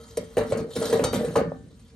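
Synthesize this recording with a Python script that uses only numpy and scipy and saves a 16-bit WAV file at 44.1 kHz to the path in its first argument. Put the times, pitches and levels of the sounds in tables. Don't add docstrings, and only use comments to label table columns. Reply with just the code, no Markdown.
import sys
import numpy as np
from scipy import signal
from scipy.fft import rfft, irfft, next_fast_len
from scipy.io import wavfile
from scipy.ndimage import uniform_filter1d

SR = 44100
rng = np.random.default_rng(int(sys.argv[2]) if len(sys.argv) > 2 else 0)


def nominal_scale(level):
    x = np.asarray(level, float) / 20
    return 10 ** x


def unload_wav(signal):
    wavfile.write(
        sys.argv[1],
        SR,
        np.round(np.clip(np.atleast_2d(signal).T, -1, 1) * 32767).astype(np.int16),
    )


N = 85995

SCATTER_DB, DETUNE, SHELF_DETUNE = 3, 0.0085, 0.05
SHELF_T60 = 0.25

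# (time [s], hollow level [dB], then relative to it: wall, shelf, sheet [dB])
IMPACTS = [(0.172, -16.5, -8.5, -10, -31.5), (0.229, -31, -17.5, -22, -33), (0.369, -9.5, -5, -10.5, -17.5),
           (0.377, -10, -9, -14, -20.5), (0.407, -22.5, -5, -4.5, -10.5), (0.519, -23.5, -3.5, -4, -6.5),
           (0.55, -21, -13, -5, -16.5), (0.588, -26, -3, 5, -12.5), (0.762, -20.5, -15, 0, -15.5),
           (0.814, -19.5, -2.5, -17, -15), (0.847, -30.5, -4, 4.5, -11), (0.907, -24.5, -2, -10, -15),
           (0.926, -11.5, -22, -8, -14.5), (0.959, -21.5, 0.5, -22, -39), (0.993, -16, -10, -4, -14.5),
           (1.027, -18.5, -20, -3, -19), (1.037, -17, -2, -6.5, -8), (1.131, -17.5, -7, -0.5, -10),
           (1.189, -30, 3.5, 6, -6), (1.243, -16.5, -15.5, -11, -21.5), (1.277, -28, -11, 4.5, -18),
           (1.357, -15, -2, -6, -9), (1.37, -14.5, -11, -7.5, -16), (1.409, -27.5, 1, -2, -11)]
# (time [s], level [dB],
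# frequency [Hz], t60 [s])
BASE_POPS = [(0.1723, -27.5, 2190, 0.012), (1.3555, -12, 980, 0.026), (1.3565, -20.5, 840, 0.088),
             (1.518, -17, 556, 0.025), (1.5189, -21.5, 950, 0.0074), (.368, -24, 603, 0.041),
             (.371, -25.5, 158, 0.096), (.421, -28, 580, 0.032), (.441, -26.5, 468, 0.065),
             (.512, -22, 493, .05), (.522, -12, 562, 0.047), (0.524, -23, 118, 0.13),
             (.568, -24.5, 542, 0.087), (.596, -36, 208, 0.021), (.612, -27.5, 430, 0.11),
             (.756, -25, 470, .05), (0.944, -15, 429, 0.042), (0.954, -12.5, 456, 0.044),
             (.992, -16, 572, 0.09), (1.074, -15.5, 477, 0.039), (1.158, -19.5, 543, 0.072),
             (1.175, -17, 191, 0.063), (1.205, -25, 230, 0.24), (1.233, -18.5, 536, 0.064),
             (1.307, -23.5, 586, 0.026), (1.356, -16.5, 560, 0.072), (1.359, -27, 1229, 0.059),
             (1.367, -21, 145, 0.086), (1.389, -15.5, 543, 0.06), (1.402, -15, 613, .04),
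             (1.414, -8, 480, 0.017), (1.415, -14, 201, 0.03), (1.432, -20, 463, 0.037),
             (1.447, -20.5, 480, .04), (1.462, -30.5, 557, 0.092), (1.475, -28, 156.6, 0.31),
             (1.54, -50.5, 773, 0.22), (.2, -57, 3236, 0.8), (1.5, -63, 1470, .4), (1.519, -62, 1565, .4),
             (1.43, -55.5, 1780, 0.47), (1.845, -65, 3540, 0.2), (0.934, -21, 438, 0.059),
             (1.047, -11, 502, 0.042), (1.146, -20, 472, 0.056), (1.11, -32, 92, 0.26)]
# (frequency [Hz], level [dB], t60 [s])
HOLLOW_MODES = [(451.1, 1.5, 0.45), (465.5, 10.5, 0.14), (496.4, -0.5, 0.18)]
# (frequency [Hz], level [dB], t60 [s])
WALL_MODES = [(539.5, -1.5, 0.34), (589, -0.5, 0.35), (606, 2, 0.12), (640, -61, 0.013)]
# (frequency [Hz], level [dB])
SHELF_MODES = [(60, -8), (114, -3), (148, -3), (180, -1.5), (213, -2.5), (241, 2.5), (262, -2), (305, -9),
               (350, -8.5), (405, -17)]


def knocks():
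    out = np.zeros(N)
    t = np.arange(SR // 2 + 1) / SR
    seat, panel_rise, at_once = seated(), np.minimum(t / 0.012, 1), np.ones(len(t))
    for s, db, wall_db, shelf_db, sheet_db in IMPACTS:
        bodies = [(HOLLOW_MODES, 0, seat, DETUNE),
                  (WALL_MODES, wall_db, seat, DETUNE),
                  (lasting(SHELF_MODES, SHELF_T60), shelf_db, panel_rise, SHELF_DETUNE),
                  (sheet(), sheet_db, at_once, DETUNE)]
        for modes, relative_db, envelope, detune in bodies:
            wave = ring(modes, SCATTER_DB, detune)
            add(out, s, nominal_scale(db + relative_db) * envelope[:len(wave)] * wave)
    for s, db, hz, t60 in BASE_POPS:
        add(out, s, nominal_scale(db) * ring([(hz, 0, t60)]))
    return out


def seated():
    swell_s, hold_s, seat_s, seat_db = 0.0024, 0.016, 0.011, -6.5
    t = np.arange(SR // 2 + 1) / SR
    return (1 - np.exp(-t / swell_s)) * nominal_scale(seat_db * np.clip((t - hold_s) / seat_s, 0, 1))


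def sheet(count=70):
    low_hz, top_hz, tilt_db = 689, 3277, -8
    low_t60, top_t60 = 0.26, 0.067
    height = rng.random(count)
    hz = low_hz * (top_hz / low_hz) ** height
    t60 = low_t60 + (top_t60 - low_t60) * height
    return np.transpose([hz, tilt_db * height, t60])


def ring(modes, scatter_db=0., detune=0.):
    push_s, in_step_hz = 0.0018, 1450
    hz, db, t60 = np.transpose(modes)[:, :, None]
    t = np.arange(0, min(t60.max(), .5), 1 / SR)
    luck = rng.standard_normal((3, len(modes), 1))
    size = nominal_scale(db + scatter_db * luck[0])
    phase = 2 * np.pi * hz * (1 + detune * luck[1]) * t + luck[2] * hz / in_step_hz
    wave = (size * nominal_scale(-60 * t / t60) * np.sin(phase)).sum(0)
    return wave * np.minimum(t / push_s, 1) / np.sqrt((size ** 2).sum())


def lasting(lines, t60):
    return [(hz, db, t60) for hz, db in lines]


# (time [s], grit level [dB], hollow level [dB], shelf rumble level [dB])
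SLIDING = [(0, -58, -52, -59.5), (.15, -58.5, -54.5, -61), (.24, -61.5, -74, -54), (0.338, -60.5, -52, -73),
           (0.418, -59, -42, -46), (.47, -54, -56, -42), (.53, -47.5, -32, -36), (.59, -74, -44, -43.5),
           (.66, -70, -35, -49), (.745, -53, -44.5, -49.5), (0.768, -42.5, -31.5, -43),
           (.87, -43.5, -35, -31.5), (1.0, -47, -41, -33.5), (1.109, -58.5, -37.5, -41),
           (1.17, -52.5, -32.5, -38), (1.339, -51.5, -39, -39), (1.418, -72.5, -38, -41),
           (1.52, -71, -63, -41), (1.95, -69, -60.5, -66.5)]
# (frequency [Hz], level [dB])
RIM_MODES = [(3165, 2), (3811, -2.5), (4430, 0.5), (4592, -2), (5787, 1), (6288, 4), (6890, 2.5), (8672, 8),
             (8931, 8)]


def slide():
    s, *levels = np.transpose(SLIDING)
    grit, hollow, rumble = (nominal_scale(np.interp(np.arange(N) / SR, s, db)) for db in levels)
    spots = 4
    spot = np.repeat(rng.integers(0, spots, N // 2000 + 1), 2000)[:N]
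    clump_db, clump_s = 2.5, 0.005
    clumps = nominal_scale(clump_db * evened(uniform_filter1d(rng.standard_normal(N), round(clump_s * SR))))
    fine = evened(clumps * clicks(5000, 1.5))
    coarse = clicks(260, 6)

    def through(drive, level, modes, detune=DETUNE):
        out = np.zeros(N)
        for k in range(spots):
            body = ring(modes, SCATTER_DB, detune)
            force = drive * level * (spot == k)
            out += signal.fftconvolve(force, body / np.linalg.norm(body))[:N]
        return out

    can = through(coarse, hollow, HOLLOW_MODES + WALL_MODES)
    shelf = through(coarse[::-1], rumble, lasting(SHELF_MODES, SHELF_T60), SHELF_DETUNE)
    rim = nominal_scale(-5) * through(fine, grit, lasting(RIM_MODES, 0.097))
    thin_sheet = nominal_scale(-6) * through(coarse, grit, sheet())
    return fine * grit, can + shelf + rim + thin_sheet


def clicks(per_s, spread_db):
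    size = nominal_scale(spread_db * np.minimum(rng.exponential(1, N), 4)) * rng.choice([-1, 1], N)
    return evened(size * (rng.random(N) < per_s / SR))


# (time [s], level [dB], tail t60 [s])
RIM_TICKS = [(0.1702, -21, 0.05), (0.3674, -30.5, 0.16), (0.379, -27.5, 0.12), (0.5206, -33.5, 0.051),
             (0.5714, -34.5, 0.18), (0.704, -40, 0.15), (0.7523, -31, 0.27), (.8212, -33, 0.14),
             (0.9007, -32, 0.08), (1.2457, -36, 0.17), (0.8528, -23, 0.11), (0.925, -23, 0.16),
             (1.038, -16.5, 0.071), (1.1268, -28.5, 0.29), (1.1398, -23.5, 0.14), (1.3568, -23.5, 0.086),
             (1.3656, -28, 0.12), (1.389, -41, 0.11), (1.516, -58, 0.044), (1.7931, -49.5, 0.099)]


def ticks():
    rise_s, crack_t60, tail_share = 0.0049, 0.0048, 0.54
    fizz, rings = np.zeros(N), np.zeros(N)
    t = np.arange(SR // 3) / SR
    for s, db, t60 in RIM_TICKS:
        decay = nominal_scale(-60 * t / crack_t60) + tail_share * nominal_scale(-60 * t / max(t60, .02))
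        shape = np.minimum(t / rise_s, 1) * decay
        add(fizz, s, nominal_scale(db - 2.5) * shape * rng.standard_normal(len(t)))
        add(rings, s, nominal_scale(db - 6) * ring(lasting(RIM_MODES, 0.035), 3., 0.0034))
    return fizz, rings


# (frequency [Hz], level per Hz [dB])
CONTACT_COLOUR = [(900, -0.5), (2700, -10), (3900, 1.5), (5600, -6), (9000, -3), (12100, -7.5),
                  (12900, -43), (16000, -39)]


def contact_noise(x):
    grid = np.linspace(0, SR / 2, 500)
    norm = np.sqrt(np.mean(nominal_scale(read(CONTACT_COLOUR, grid)) ** 2))
    return coloured(patchy(x), lambda hz: nominal_scale(read(CONTACT_COLOUR, hz)) * (hz > 700) / norm)


def patchy(x):
    z = signal.stft(x, nperseg=256)[2]
    across_hz = uniform_filter1d(rng.standard_normal(z.shape), size=5, axis=0)
    patches = evened(uniform_filter1d(across_hz, size=6, axis=1))
    return signal.istft(z * nominal_scale(4.5 * patches), nperseg=256)[1][:N]


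# (frequency [Hz], level [dB], t60 [s])
CLINK_MODES = [(3015, -22, .3), (3752, -11, .24), (3920, -7, .06), (4110, -5, .07), (4557, -12, .37),
               (5206, -17, .2), (5561, -15, .25), (6133, -6, .23), (7050, -8, .15), (7607, -10, .14),
               (8290, -14, .1), (8745, -6, .15), (9130, -3, .065), (11140, -17, .07)]
# (frequency [Hz], level [dB], t60 [s])
FREE_MODES = [(458, 12, .8), (603, 2, .6), (1303, 4, .9), (3171, -6, 1.5), (3801, -2, 0.3), (4600, -9, 0.5),
              (6907, -8, 0.4)]
# (time [s], level [dB])
FREE_RINGS = [
    (0, -47),
    (.1, -57.5),
    (.22, -57.5),
    (0.701, -56),
]


def clink():
    start_s, damped_s, damp_t60 = 1.039, 1.4, 0.04
    out, wave = np.zeros(N), ring(CLINK_MODES)
    late = np.maximum(np.arange(len(wave)) / SR - (damped_s - start_s), 0)
    add(out, start_s, nominal_scale(-22 - 60 * late / damp_t60) * wave)
    for s, db in FREE_RINGS:
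        add(out, s, nominal_scale(db) * ring(FREE_MODES, 2.8))
    return out


# (frequency [Hz], level [dB])
PORT_LEAN = [(100, -.5), (650, -.5), (1200, .5), (5000, .5), (9000, .1)]
# (frequency [Hz], phase [radians])
PORT_LEAD = [(100, .1), (1000, .35), (4000, .8), (9000, 1.6), (13000, 1.1)]


def two_ports(x):
    side = np.array([[1], [-1]])
    return coloured(x[None], lambda hz: nominal_scale(side * read(PORT_LEAN, hz)) * np.exp(.5j * read(PORT_LEAD, hz) * side))


# (frequency [Hz], t60 [s])
ROOM_DECAY = [(150, 0.92), (500, 0.17), (1500, 0.37), (4000, 0.24), (10000, 0.21)]
# (frequency [Hz], level [dB])
ROOM_LEVEL = [(150, -22.5), (500, -14.5), (1200, -1.5), (4500, -3), (9000, -13.5)]


def garage(x):
    taps = np.zeros((2, SR // 2))
    slots = np.arange(120, SR // 2 - 20, 20)
    at = slots + rng.integers(0, 20, (2, len(slots)))
    np.put_along_axis(taps, at, rng.choice([-1., 1.], (2, len(slots))), 1)
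    hz, t, z = signal.stft(taps, SR, nperseg=256)
    tail = signal.istft(z * nominal_scale(-60 * t / read(ROOM_DECAY, hz)[:, None]), SR, nperseg=256)[1]
    wet = signal.fftconvolve(x[None], tail / np.linalg.norm(tail[0]), axes=1)[:, :N]
    return coloured(wet, lambda f: nominal_scale(read(ROOM_LEVEL, f)))


# (frequency [Hz], level per Hz [dB])
AIR_COLOUR = [(15, -62), (25, -58), (44, 8), (186, -5.5), (243, -3.5), (729, -84), (856, -32.5),
              (9020, -39), (15000, -99)]
# (frequency [Hz], coherence [0-1])
AIR_LIKENESS = [(50, 0.99), (400, 0.94), (1500, 0.13), (5000, 0.2), (9000, 0.46)]


def air():
    def likeness(hz):
        return np.clip(read(AIR_LIKENESS, hz), 0, 1)

    left, fresh = rng.standard_normal((2, N))
    right = coloured(left, likeness) + coloured(fresh, lambda hz: np.sqrt(1 - likeness(hz) ** 2))
    both = coloured(np.array([left, right]), lambda hz: nominal_scale(read(AIR_COLOUR, hz)) * (hz > 20))
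    return nominal_scale(-48) * evened(both)


def evened(x):
    return x / np.sqrt(np.mean(x ** 2) + 1e-20)


def read(points, hz):
    f, value = np.transpose(points)
    return np.interp(np.log(hz + 1), np.log(f + 1), value)


def add(mix, s, sound):
    part = mix[max(round(s * SR), 0):][:len(sound)]
    part += sound[:len(part)]


def coloured(x, gain):
    size = next_fast_len(x.shape[-1] + 2048)
    return irfft(rfft(x, size) * gain(np.fft.rfftfreq(size, 1 / SR)), size)[..., :x.shape[-1]]


# (low edge [Hz], top edge [Hz], cells muted [%], bar follows loudness [0-1])
TREBLE_GATES = [(9600, 13200, 36, .8), (13200, 17000, 97, .3)]


def gated(x):
    hz, _, z = signal.stft(x, SR, nperseg=2048, noverlap=1536)
    power = (abs(z) ** 2).sum(0)
    cells = uniform_filter1d(power, size=16, axis=0)[8::16].repeat(16, axis=0)
    cells = uniform_filter1d(np.vstack([cells, cells[-1:]]), size=2, axis=1)
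    keep = np.ones(cells.shape)
    for low_hz, top_hz, share, follow in TREBLE_GATES:
        band = (hz >= low_hz) & (hz < top_hz)
        level = cells[band] / (cells[band].mean(0) + 1e-20) ** follow
        keep[band] = level > np.percentile(level, share)
    return signal.istft(z * keep, SR, nperseg=2048, noverlap=1536)[1][:, :N]


def scene():
    fizz, rings = ticks()
    grit, bodies = slide()
    bright = contact_noise(fizz + grit)
    tins = knocks() + rings + bodies + bright + clink()
    return two_ports(tins) + garage(tins) + air()


def band_limit(x):
    return signal.sosfilt(signal.butter(12, 16970, fs=SR, output="sos"), x)


def record(dry):
    def notch(hz):
        return 1 - 0.89 * np.exp(-((hz - 10170) / 430) ** 2)

    def band_limits(hz):
        low_cut = hz ** 4 / (hz ** 4 + 47 ** 4)
        top_db = np.where((hz > 14500) & (hz < 15850), 17, -30)
        return low_cut * np.where(hz > 13100, nominal_scale(top_db), 1)

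    mix = gated(coloured(coloured(dry, notch), band_limits))
    return band_limit(mix)


dry = scene()
out = record(dry)
unload_wav(out)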